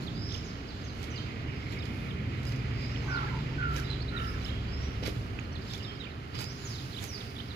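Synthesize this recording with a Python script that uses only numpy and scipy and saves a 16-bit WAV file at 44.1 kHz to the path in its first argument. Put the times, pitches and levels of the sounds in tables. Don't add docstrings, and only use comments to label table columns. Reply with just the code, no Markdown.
import sys
import numpy as np
from scipy import signal
from scipy.fft import rfft, irfft
from scipy.io import wavfile

SR = 44100
rng = np.random.default_rng(int(sys.argv[2]) if len(sys.argv) > 2 else 0)


def generate_wav(sig):
    pcm = np.round(np.clip(np.atleast_2d(sig).T, -1, 1) * 32767).astype(np.int16)
    wavfile.write(sys.argv[1], SR, pcm)


N = 333175
T = np.arange(N) / SR
PORT_LAG_S = .00047
SWELL_POWER, HELD_POWER = .4, .18


def undb(db):
    return 10 ** (np.asarray(db) / 20)


def unit(x):
    return x / np.sqrt(np.mean(x ** 2))


def curves(table):
    s, *columns = np.transpose(table)
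    return [np.interp(T, s, c) for c in columns]


def walk(rate_hz, size=N):
    at = np.arange(size) * rate_hz / SR
    return 1.275 * np.interp(at, np.arange(8192), rng.standard_normal(8192))


def surges(table):
    power = 0
    for s, width_s, db in table:
        power = power + undb(2 * db) * np.exp(-np.minimum(((T - s) / width_s) ** 2, 60))
    return np.sqrt(power)


def colour(x, points):
    size = 2 ** 19
    hz, db = np.transpose(points)
    octave, knots = np.log2(np.fft.rfftfreq(size, 1 / SR) + 1), np.log2(hz)
    outside = np.abs(octave - np.clip(octave, knots[0], knots[-1]))
    gain = undb(np.interp(octave, knots, db) - 24 * outside)
    return unit(irfft(rfft(x, size) * gain)[..., :N])


def stereo_noise(likeness):
    mid, side = rng.standard_normal((2, N))
    c = np.clip(likeness, -1, 1)
    return np.sqrt(1 + c) * mid + np.sqrt(1 - c) * side * np.array([[1], [-1]])


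def grains(spread_db):
    return rng.standard_normal(N) * undb(spread_db * walk(900))


def pan(right_db):
    gains = undb(np.array([[-right_db], [right_db]]) / 2)
    return gains / gains.mean()


def from_the_side(pair):
    return np.array([pair[0], np.interp(T - PORT_LAG_S, T, pair[1])])


def add(track, s, sound):
    i = int(np.clip(s * SR, 0, N - 1))
    track[i:i + len(sound)] += sound[:N - i]


def garden(x, right_db, lag_s, wet_db, t60_s):
    t = T[:SR // 2]
    tail = rng.standard_normal((2, len(t))) * undb(-60 * t / t60_s) * (1 - np.exp(-t / 0.0013))
    tail /= np.sqrt(np.sum(tail ** 2, axis=1, keepdims=True))
    direct = np.array([x, np.interp(T - lag_s, T, x)])
    scattered = signal.fftconvolve(x[None], tail, axes=1)[:, :N]
    return pan(right_db) * (direct + undb(wet_db) * scattered)


def traffic():
    # time in s, rumble in dB, road noise in dB.
    level_rows = [(0, -41, -39.5), (.3, -39, -44), (.7, -44.5, -44.5), (1.4, -39, -43), (3.3, -40.5, -42),
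                  (5.6, -39.5, -43.5), (6.15, -44, -48), (6.6, -40, -46.5), (7.55, -44, -47.5)]
    # frequency in Hz, relative level in dB.
    rumble_outline = [(20, -36), (35, -13), (50, -15.5), (75, 1), (125, -1.5), (160, -10.5), (230, -27.5)]
    road_outline = [(100, -8), (180, -0.5), (280, -0.5), (350, -7), (410, -7.5), (550, -15.5), (850, -21.5),
                    (1400, -32), (2500, -55)]
    rumble_db, road_db = curves(level_rows)
    rumble = pan(3.1) * undb(rumble_db) * colour(stereo_noise(0.99), rumble_outline)
    road = pan(0.23) * undb(road_db) * colour(stereo_noise(0.83), road_outline)
    return rumble + road


def traffic_swells():
    # peak in s, half width in s, level in dB.
    swell_rows = [(.02, 0.2, -40), (2.12, 0.14, -41), (3.4, 0.81, -52)]
    # frequency in Hz, relative level in dB.
    outline = [(140, 8), (170, 7), (230, 3.5), (280, -21)]
    return pan(0.92) * surges(swell_rows) * colour(stereo_noise(0.93), outline)


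def engine(table, orders, waver):
    hz, db = curves(table)
    phase = 2 * np.pi * np.cumsum(hz) / SR
    drone = np.zeros(N)
    for multiple, order_db in orders:
        strength = undb(order_db) * (1 + waver * walk(4.3))
        shift = 2 * np.pi * rng.random() + waver * walk(6.5)
        drone += strength * np.sin(round(multiple) * phase + shift)
    return pan(0.31) * undb(db) * unit(drone)


def engines():
    # time in s, cycle rate in Hz, level in dB.
    course_a = [(0, 18.4, -62), (1.3, 21, -44), (2.2, 19.5, -42), (2.6, 18.6, -35), (3.6, 21, -36.5),
                (4.3, 18, -42.5), (5.2, 17, -41.5), (6.1, 14.7, -53.5), (6.5, 19.9, -46),
                (7.55, 16.2, -53.5)]
    course_b = [(0, 16.8, -50.5), (2.3, 26.2, -46.5), (3.6, 21.2, -40.5), (4.3, 22, -39.5), (4.7, 23, -37),
                (5.1, 21.5, -41), (6, 17.7, -57), (7.55, 11.4, -83)]
    # multiple of the cycle rate, relative level in dB.
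    orders_a = [(3, -2.5), (5, -12), (6, 4), (7, 3.5), (13, -10.5), (14, -17)]
    orders_b = [(2, -7.5), (3, -2.5), (8, -14.5)]
    return engine(course_a, orders_a, waver=0.1) + engine(course_b, orders_b, waver=0.04)


def hum():
    hz = 398 + 4 * walk(9)
    level_db = -56.0 + 2.5 * walk(5.5)
    return pan(1.6) * undb(level_db) * np.sin(2 * np.pi * np.cumsum(hz) / SR)


def hisses():
    # time in s, level in dB before the gain below.
    mid_rows = [(0.0, -55), (0.53, -55), (0.9, -54.5), (1.24, -51.5), (1.64, -53.5), (1.87, -52),
                (3.22, -50), (4.81, -52), (5.0, -52), (5.55, -53.5), (6.64, -55), (7.55, -55)]
    high_rows = [(0.0, -58), (0.38, -56.5), (0.73, -56), (2.19, -59.5), (2.94, -56), (5.61, -59),
                 (5.72, -54), (5.9, -58), (6.27, -63.5), (6.6, -54), (7.55, -61)]
    # frequency in Hz, relative level in dB.
    mid_outline = [(400, 10), (800, -10.5), (1300, 3.5), (1550, -0.5), (1800, 1), (2200, 2.5), (2700, 0.5),
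                   (2950, 1), (3400, -6), (5000, -59), (7000, -52)]
    steady_outline = [(500, -11), (680, 2), (900, -3), (1350, 0), (1800, -8), (2600, -27)]
    high_outline = [(1000, 4.5), (2800, 3), (4000, 5.5), (5000, 4.5), (5500, -4.5), (6600, -5.5),
                    (7600, -8), (8300, -31.5), (11000, -19.5), (15000, -20.5)]
    mid_gain_db, high_gain_db = 3, 4
    mid_db = curves(mid_rows)[0] + mid_gain_db + 0.87 * walk(15)
    high_db = curves(high_rows)[0] + high_gain_db + 1.3 * walk(12)
    mid = pan(11.6) * undb(mid_db) * colour(stereo_noise(0.38), mid_outline)
    steady = pan(1.4) * undb(-53.5) * colour(stereo_noise(0.81), steady_outline)
    high = pan(5.0) * undb(high_db) * colour(stereo_noise(0.23), high_outline)
    return from_the_side(mid + steady + high)


def insects():
    # time in s, level in dB.
    level_rows = [(0, -62), (.85, -67), (1.2, -52.5), (1.7, -48.5), (2, -52.5), (2.45, -51), (3.1, -51),
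                  (3.8, -55.5), (4.8, -63), (5.6, -68), (7.55, -59.5)]
    # frequency in Hz, relative level in dB.
    outline = [(1700, -12.5), (2000, -3), (2170, -1), (2300, -3.5), (2480, -2), (2650, -8.5)]
    level_db = curves(level_rows)[0]
    bursts = undb(2.2 * walk(60))
    band = colour(stereo_noise(0.59) * bursts, outline)
    return pan(8.4) * undb(level_db) * from_the_side(band)


def rustling():
    # peak in s, half width in s, level in dB.
    spells = [(1.98, 0.12, -63), (3.2, 0.15, -67), (4.26, 0.078, -58), (5.15, 0.22, -65), (5.72, 0.22, -70),
              (6.7, 0.05, -58), (7, 0.4, -57.5)]
    # frequency in Hz, relative level in dB.
    outline = [(5000, 10), (8200, -9), (9500, -1), (12500, -4.5), (15500, -7.5)]
    rest_db = -71
    strength = np.hypot(surges(spells), undb(rest_db))
    return pan(14.4) * strength * colour(np.array([grains(3.6), grains(1.1)]), outline)


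def thuds():
    # time in s, level in dB before the scatter.
    blows = [(5.026, -31.5), (5.079, -28)]
    # mode frequency in Hz, relative level in dB.
    modes = [(310, -0.5), (395, 0), (520, -5.5), (690, -22)]
    rise_s, decay_s = .001, 0.006
    t, track = T[:SR // 10], np.zeros(N)
    envelope = (1 - np.exp(-t / rise_s)) * np.exp(-t / decay_s)
    for s, db in blows:
        ring = sum(undb(mode_db) * np.sin(2 * np.pi * (hz * t + rng.random())) for hz, mode_db in modes)
        add(track, s, undb(db) * envelope * ring)
    return garden(track, right_db=-2, lag_s=0, wet_db=-9, t60_s=0.31)


def scuffs():
    # peak in s, rise in s, body and grit in relative dB.
    pushes = [(.03, 0.042, -52.5, -63.5), (.345, 0.039, -49, -66), (1.03, 0.057, -50.5, -61),
              (1.723, 0.041, -48, -65.5), (1.857, 0.024, -54, -64), (2.48, 0.076, -53, -62.5),
              (3.772, 0.037, -42.5, -53.5), (4.46, 0.056, -51, -62.5), (5.034, 0.0059, -37.5, -58),
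              (5.059, 0.0068, -35, -54), (5.074, 0.0089, -37.5, -52), (5.095, 0.01, -52, -59),
              (5.16, 0.039, -53, -63), (5.735, 0.058, -68, -61.5), (6.357, 0.009, -41, -62),
              (6.412, 0.025, -40, -50.5), (7.034, 0.038, -45, -51.5)]
    # time in s, snap level in dB, glassy edge level in dB.
    tick_rows = [(1.029, -40, -56), (1.041, -40, -54), (1.855, -40, -56), (2.432, -45, -56),
                 (2.452, -39, -50), (2.492, -41, -55), (2.521, -42.5, -55), (2.561, -46, -56),
                 (3.764, -34, -42), (3.798, -38, -49), (5.037, -41, -54), (5.063, -39, -44),
                 (5.073, -38, -41), (5.736, -35, -53), (5.778, -46, -48), (6.351, -41, -56),
                 (6.389, -34, -53), (6.395, -38, -56), (6.407, -39, -37), (6.414, -40, -40),
                 (6.442, -38, -54), (7.04, -33, -37)]
    # frequency in Hz, relative level in dB.
    body_outline = [(100, 9.5), (350, 2), (700, -1), (1600, -7), (2300, 1.5), (4200, -4.5), (5500, -7.5),
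                    (7500, -43), (9000, -46)]
    grit_outline = [(2000, -20), (4500, -6), (7000, 12), (8500, -2), (11000, 4.5), (13500, 2), (15500, -12)]
    snap_outline = [(500, 9), (2500, 5.5), (6000, 9), (7400, -5), (8500, -14), (11000, -11), (14000, -16)]
    edge_outline = [(7000, -5), (9000, -4), (11000, -1), (13500, -1), (15500, -5)]
    fall_ratio = 0.82
    snap_decay_s, edge_decay_s = 0.0023, .0011
    body, grit, snap, edge = np.zeros((4, N))
    for s, rise_s, body_db, grit_db in pushes:
        distance = np.maximum((s - T) / rise_s, (T - s) / (fall_ratio * rise_s))
        push = np.exp(-np.minimum(distance, 20))
        body += undb(body_db) * push
        grit += undb(grit_db) * push
    t = T[:SR // 50]
    for s, db, edge_db in tick_rows:
        add(snap, s, undb(db) * np.exp(-t / snap_decay_s))
        add(edge, s, undb(edge_db) * np.exp(-t / edge_decay_s))
    crunch = body * colour(grains(3.5), body_outline) + grit * colour(grains(5), grit_outline)
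    ticks = snap * colour(rng.standard_normal(N), snap_outline)
    ticks += edge * colour(rng.standard_normal(N), edge_outline)
    ground = undb(-0.5) * garden(crunch, right_db=12.5, lag_s=PORT_LAG_S, wet_db=-0.5, t60_s=0.18)
    return ground + garden(ticks, right_db=13, lag_s=PORT_LAG_S, wet_db=-6.5, t60_s=0.16)


def plips():
    # start in s, pitch in Hz, ring in s (start to peak), level in dB.
    drops = [(2.9605, 3100, .0012, -34), (5.3865, 1550, .0009, -37), (5.3888, 2650, .0008, -29),
             (5.3907, 2300, .0005, -30), (5.3948, 6600, .0016, -48)]
    t, track = T[:SR // 50], np.zeros(N)
    for s, hz, ring_s, db in drops:
        envelope = (t / ring_s) ** 2 * np.exp(2 * (1 - t / ring_s))
        add(track, s, undb(db) * envelope * np.sin(2 * np.pi * hz * t))
    return garden(track, right_db=17, lag_s=PORT_LAG_S, wet_db=-16, t60_s=.3)


def note(length_s, start_hz, middle_hz, end_hz, waver, flutter, flutter_hz, overtone_db, power=SWELL_POWER):
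    size = int(max(length_s, .008) * SR)
    u = np.linspace(0, 1, size)
    hz = np.polyval(np.polyfit([0, .5, 1], [start_hz, middle_hz, end_hz], 2), u)
    phase = 2 * np.pi * np.cumsum(hz * (1 + waver * walk(flutter_hz, size))) / SR
    edges = np.minimum(1, length_s * np.minimum(u, 1 - u) / .002)
    swell = edges * np.abs(np.sin(np.pi * u)) ** power * (1 + flutter * walk(flutter_hz, size))
    return swell * (np.sin(phase) + undb(overtone_db) * np.sin(2 * phase))


def phrase(points, waver, flutter):
    s, hz, db = np.transpose(points)
    t = np.arange(s[0], max(s[-1], s[0] + .01), 1 / SR)
    bend = np.interp(t, s, hz) * (1 + waver * walk(600, len(t)))
    pressure = undb(np.interp(t, s, db)) * (1 + flutter * walk(600, len(t)))
    return pressure * np.sin(2 * np.pi * np.cumsum(bend) / SR)


def sing(table, waver, flutter, flutter_hz, overtone_db, power):
    song = np.zeros(N)
    for s, *shape, db in table:
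        add(song, s, undb(db) * note(*shape, waver, flutter, flutter_hz, overtone_db, power))
    return song


def glides(table, arch):
    return [(s, length_s, start, (start + end) / 2 * (1 + arch), end, db)
            for s, length_s, start, end, db in table]


def arches(table):
    return [(s, length_s, foot, top, foot, db) for s, length_s, foot, top, db in table]


def doubled(song, echo_db):
    # delay in s, level in dB before echo_db.
    near_echoes = [(.0035, -14.5), (.009, -24), (.017, -20)]
    echoes, power = np.zeros(N), 1
    for s, db in near_echoes:
        echoes += undb(db + echo_db) * np.interp(T - s, T, song)
        power += undb(db + echo_db) ** 2
    return (song + echoes) / np.sqrt(power)


def off_the_house(song):
    wall_s, wall_db = 0.051, -21
    song = doubled(song, echo_db=-1)
    return song + undb(wall_db) * np.interp(T - wall_s, T, song)


def far_chorus(count=170):
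    song = np.zeros(N)
    for when, span, pitch, bend, slope, softness in rng.random((count, 6)):
        hz = 2700 + 2400 * pitch
        start_hz, middle_hz, end_hz = hz * (.85 + .35 * slope), hz * (.9 + .2 * bend), hz * (1.05 - .35 * slope)
        chirp = note(.01 + .03 * span, start_hz, middle_hz, end_hz,
                     waver=.02, flutter=.4, flutter_hz=400, overtone_db=-35)
        add(song, when * T[-1], undb(-58.5 - 7 * softness) * chirp)
    return garden(song, right_db=8, lag_s=0, wet_db=0, t60_s=.4)


def hoarse(table):
    song = np.zeros(N)
    for s, *shape, db, rough in table:
        sound = note(*shape, waver=.055 * rough, flutter=.6 * rough, flutter_hz=420,
                     overtone_db=-30, power=HELD_POWER)
        add(song, s, undb(db) * sound)
    return song


def husky_bird():
    # start in s, length in s, start, middle and end in Hz, level in dB before gain, roughness 0-1.
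    husky_rows = [(3.02, .28, 850, 850, 820, -47.5, 1), (3.05, .24, 1120, 1100, 1050, -46, 1),
                  (3.305, .075, 1020, 1010, 980, -42.5, .5), (3.32, .085, 920, 895, 890, -42.5, .4),
                  (3.505, .04, 900, 900, 890, -48, .2)]
    return undb(-3) * garden(hoarse(husky_rows), right_db=2, lag_s=0, wet_db=-5, t60_s=.7)


def calls():
    # start in s, length in s, start in Hz, end in Hz, level in dB before gain, roughness 0-1,
    # rasp in dB relative to the call, pause before the flick in s.
    call_rows = [(3.078, 0.18, 1460, 1306, -31.5, 0.31, -21, 0.01),
                 (3.579, 0.16, 1437, 1301, -31, 0.2, -26, .033),
                 (4.123, .19, 1351, 1287, -36, 0.33, -10, 0.022)]
    arch = 0.016
    upper_ratio, upper_share, upper_db = 1.05, .66, -2.5
    lower_delay = 0.14
    rasp_ratio = 1.33
    flick_s, flick_hz, flick_db = .042, (1723, 1540, 1270), -7

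    def sinking(start, end, first, last):
        return (start + (end - start) * np.linspace(first, last, 3)) * np.array([1, 1 + arch, 1])

    notes = []
    for s, length, start, end, db, rough, rasp_db, pause in call_rows:
        upper = upper_ratio * sinking(start, end, 0, upper_share)
        lower = sinking(start, end, lower_delay, 1)
        rasp = rasp_ratio * sinking(start, end, 0, 0.96)
        notes += [(s, length * upper_share, *upper, db + upper_db, rough),
                  (s + length * lower_delay, length * (1 - lower_delay), *lower, db, rough),
                  (s, length, *rasp, db + rasp_db, 1),
                  (s + length + pause, flick_s, *flick_hz, db + flick_db, rough)]
    return notes


def large_caller():
    return undb(-2) * garden(hoarse(calls()), right_db=5.5, lag_s=PORT_LAG_S, wet_db=-8, t60_s=.7)


def slurrer():
    # start in s, length in s, start in Hz, end in Hz, level in dB before gain.
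    slur_rows = [(.44, 0.078, 6920, 4360, -43.5), (.672, .06, 5500, 3070, -44),
                 (.836, 0.037, 6600, 5830, -47), (.865, 0.053, 5530, 3760, -46),
                 (1.1, 0.035, 6600, 5380, -45), (1.153, 0.037, 5200, 3520, -37),
                 (3.387, 0.043, 4100, 3070, -46), (3.825, .048, 5640, 4600, -44),
                 (3.872, 0.045, 4330, 3010, -41), (6.735, .04, 5200, 4400, -44),
                 (6.753, 0.027, 6200, 5400, -51)]
    slurs = sing(glides(slur_rows, 0), waver=.011, flutter=.35, flutter_hz=350,
                 overtone_db=-42, power=SWELL_POWER)
    return undb(-7.5) * garden(off_the_house(slurs), right_db=10.5, lag_s=PORT_LAG_S, wet_db=-1, t60_s=0.7)


def long_whistles():
    # time in s, pitch in Hz, level in dB before gain.
    breaths = [
        [(2.715, 4960, -52), (2.78, 5000, -46), (2.83, 4940, -38), (2.868, 5000, -40), (2.895, 5180, -48),
         (2.93, 5650, -49), (2.95, 5900, -56)],
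        [(3.025, 6440, -58), (3.095, 6000, -51), (3.12, 5240, -43), (3.148, 4680, -38), (3.172, 3930, -37.5),
         (3.192, 3300, -43), (3.202, 3000, -54)],
        [(4.68, 4720, -52), (4.7, 4990, -45), (4.74, 5100, -41), (4.79, 5460, -46), (4.84, 5700, -43),
         (4.885, 5750, -50)],
        [(6.32, 4750, -52), (6.37, 4860, -41), (6.42, 4900, -35.5), (6.47, 5080, -36), (6.5, 5600, -41),
         (6.53, 6400, -49), (6.55, 6500, -61)],
        [(6.575, 6690, -52), (6.64, 6930, -47), (6.655, 6720, -34.5), (6.676, 5840, -37.5), (6.69, 5400, -44),
         (6.712, 5000, -34), (6.74, 4300, -40), (6.765, 3500, -37), (6.775, 3200, -55)],
        [(7.068, 6700, -47), (7.09, 5950, -37), (7.12, 5330, -41), (7.148, 4850, -30.5), (7.168, 4510, -38.5),
         (7.185, 3850, -49)],
    ]
    song = np.zeros(N)
    for points in breaths:
        add(song, points[0][0], phrase(points, waver=.009, flutter=.22))
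    return song


def whistler():
    # start in s, length in s, start in Hz, end in Hz, level in dB before gain.
    # The rows near 3.2 kHz are lingering reverberation of twitters.
    whistle_rows = [(.148, 0.08, 4670, 5090, -39.5), (.215, 0.11, 5040, 5680, -40),
                    (.215, .145, 4900, 5080, -38), (1.47, 0.16, 5180, 5220, -54),
                    (2.463, 0.031, 5030, 4880, -36), (2.96, .048, 5230, 5260, -46),
                    (4.268, 0.035, 5040, 5140, -41), (4.325, .028, 5900, 5600, -50),
                    (4.51, 0.095, 3220, 3260, -40.5), (5.675, 0.071, 5200, 5080, -45),
                    (5.835, 0.074, 5080, 5060, -48), (5.875, 0.05, 3160, 3150, -38),
                    (6.46, 0.097, 4980, 4930, -47)]
    whistles = sing(glides(whistle_rows, arch=0.0155), waver=.009, flutter=.25, flutter_hz=600,
                    overtone_db=-42, power=HELD_POWER)
    song = off_the_house(whistles + long_whistles())
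    return undb(-7.5) * garden(song, right_db=9.5, lag_s=PORT_LAG_S, wet_db=-3.0, t60_s=0.79)


def trill(count=4):
    start_s, step_s, length_s, hz, db = .321, 0.018, 0.0076, 5960, -41.5
    pips = [(start_s + k * step_s, length_s, hz, hz, db) for k in range(count)]
    return glides(pips, arch=0.053)


def warbles():
    # time in s from the hook's foot, pitch in Hz, relative level in dB, all before
    tune = [(-.044, 3300, -20), (-.037, 4200, -9), (-.032, 3100, -11), (-.023, 3550, -1), (-.019, 2950, -8),
            (-.014, 3000, -22), (-.009, 3700, -4), (-.004, 4000, -3), (0, 2850, -6), (.011, 3250, 1),
            (.017, 3800, -3), (.021, 4450, -16)]
    # hook in s, stretch in time, pitch ratio, level in dB before gain.
    warble_rows = [(.313, .7, 1.06, -38.5), (4.488, .9, 1.02, -35), (5.738, 1.05, 1.04, -35.5),
                   (6.974, 1.1, 1.02, -34), (7.392, 1, 1, -35)]
    song = np.zeros(N)
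    for s, stretch, ratio, db in warble_rows:
        points = [(stretch * at, ratio * hz, db + shape_db) for at, hz, shape_db in tune]
        add(song, s + points[0][0], phrase(points, waver=.018, flutter=.27))
    return song


def twitterer():
    # start in s, length in s, foot in Hz, top in Hz, level in dB before gain.
    peeps = [(.018, 0.037, 3740, 4290, -49), (.336, .01, 3600, 4700, -42), (1.783, 0.016, 3800, 5300, -44),
             (1.817, 0.013, 3700, 5060, -46), (2.086, .024, 3050, 3900, -50), (3.834, .05, 3030, 3940, -43),
             (3.932, 0.0088, 3180, 3950, -38), (4.002, 0.032, 3740, 4500, -41),
             (4.019, 0.014, 4000, 5200, -44), (4.079, 0.021, 3400, 4050, -40),
             (4.089, .011, 3630, 4550, -44), (4.416, .022, 3700, 4050, -49), (4.423, .018, 4970, 5900, -51),
             (4.444, 0.0126, 4800, 5180, -35.5), (5.52, .02, 4600, 5800, -50),
             (5.613, 0.014, 4100, 4900, -45), (5.825, 0.021, 4070, 5250, -40),
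             (6.91, .026, 3770, 4450, -52)]
    # start in s, length in s, start in Hz, end in Hz, level in dB before gain.
    chirps = [(.063, .008, 4700, 3950, -41), (.069, 0.022, 3950, 2930, -39.5),
              (.098, 0.011, 4450, 3100, -49), (.34, 0.015, 3700, 2700, -33.5),
              (.356, 0.013, 3860, 2880, -47), (1.13, 0.045, 2950, 2800, -43),
              (1.175, 0.053, 3060, 3110, -43), (1.46, 0.066, 2870, 2830, -49),
              (1.797, 0.019, 3870, 3510, -44), (1.827, .014, 3650, 2600, -39),
              (2.106, .01, 3900, 2680, -41), (3.9, 0.02, 4110, 3900, -32), (3.928, .008, 4400, 3000, -32),
              (4.163, 0.024, 3940, 3520, -33.5), (4.24, .018, 3250, 2500, -42),
              (4.461, 0.0062, 4040, 2800, -41), (5.551, 0.018, 4480, 3030, -39.5),
              (5.574, 0.015, 4900, 3100, -49), (5.625, 0.01, 4300, 3500, -46),
              (5.799, 0.017, 3100, 2650, -42), (5.842, 0.025, 3860, 3370, -39.5),
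              (5.998, 0.027, 3930, 3550, -37), (6.063, 0.013, 2460, 2270, -40),
              (6.778, 0.026, 4360, 2900, -41), (6.809, .01, 3800, 3000, -44),
              (7.204, .017, 4000, 2580, -38.5), (7.48, .011, 5630, 3730, -49),
              (7.5, 0.024, 4260, 3300, -41.5), (7.525, 0.013, 5140, 3500, -49)]
    hooks = [(4.195, 0.013, 2750, 3500, -37), (4.211, .013, 2670, 3060, -39),
             (4.452, .014, 2960, 3300, -37), (5.82, .009, 2734, 3400, -43), (6.033, 0.014, 2930, 3730, -38),
             (6.048, 0.011, 2580, 3150, -38)]
    strokes = arches(peeps) + glides(chirps, arch=0.018) + glides(hooks, arch=-0.044) + trill()
    twitters = sing(strokes, waver=.012, flutter=.25, flutter_hz=550, overtone_db=-32, power=HELD_POWER)
    song = doubled(twitters + warbles(), echo_db=-8)
    return undb(-4.5) * garden(song, right_db=14.5, lag_s=PORT_LAG_S, wet_db=-7, t60_s=0.55)


def scene():
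    background = traffic() + traffic_swells() + engines() + hum() + hisses() + insects()
    ground = rustling() + thuds() + scuffs() + plips()
    large_birds = husky_bird() + large_caller()
    small_birds = slurrer() + whistler() + twitterer()
    return background + ground + far_chorus() + large_birds + small_birds


def record(dry):
    return signal.sosfilt(signal.ellip(10, .2, 80, 15600, fs=SR, output="sos"), dry)


dry = scene()
out = record(dry)
generate_wav(out)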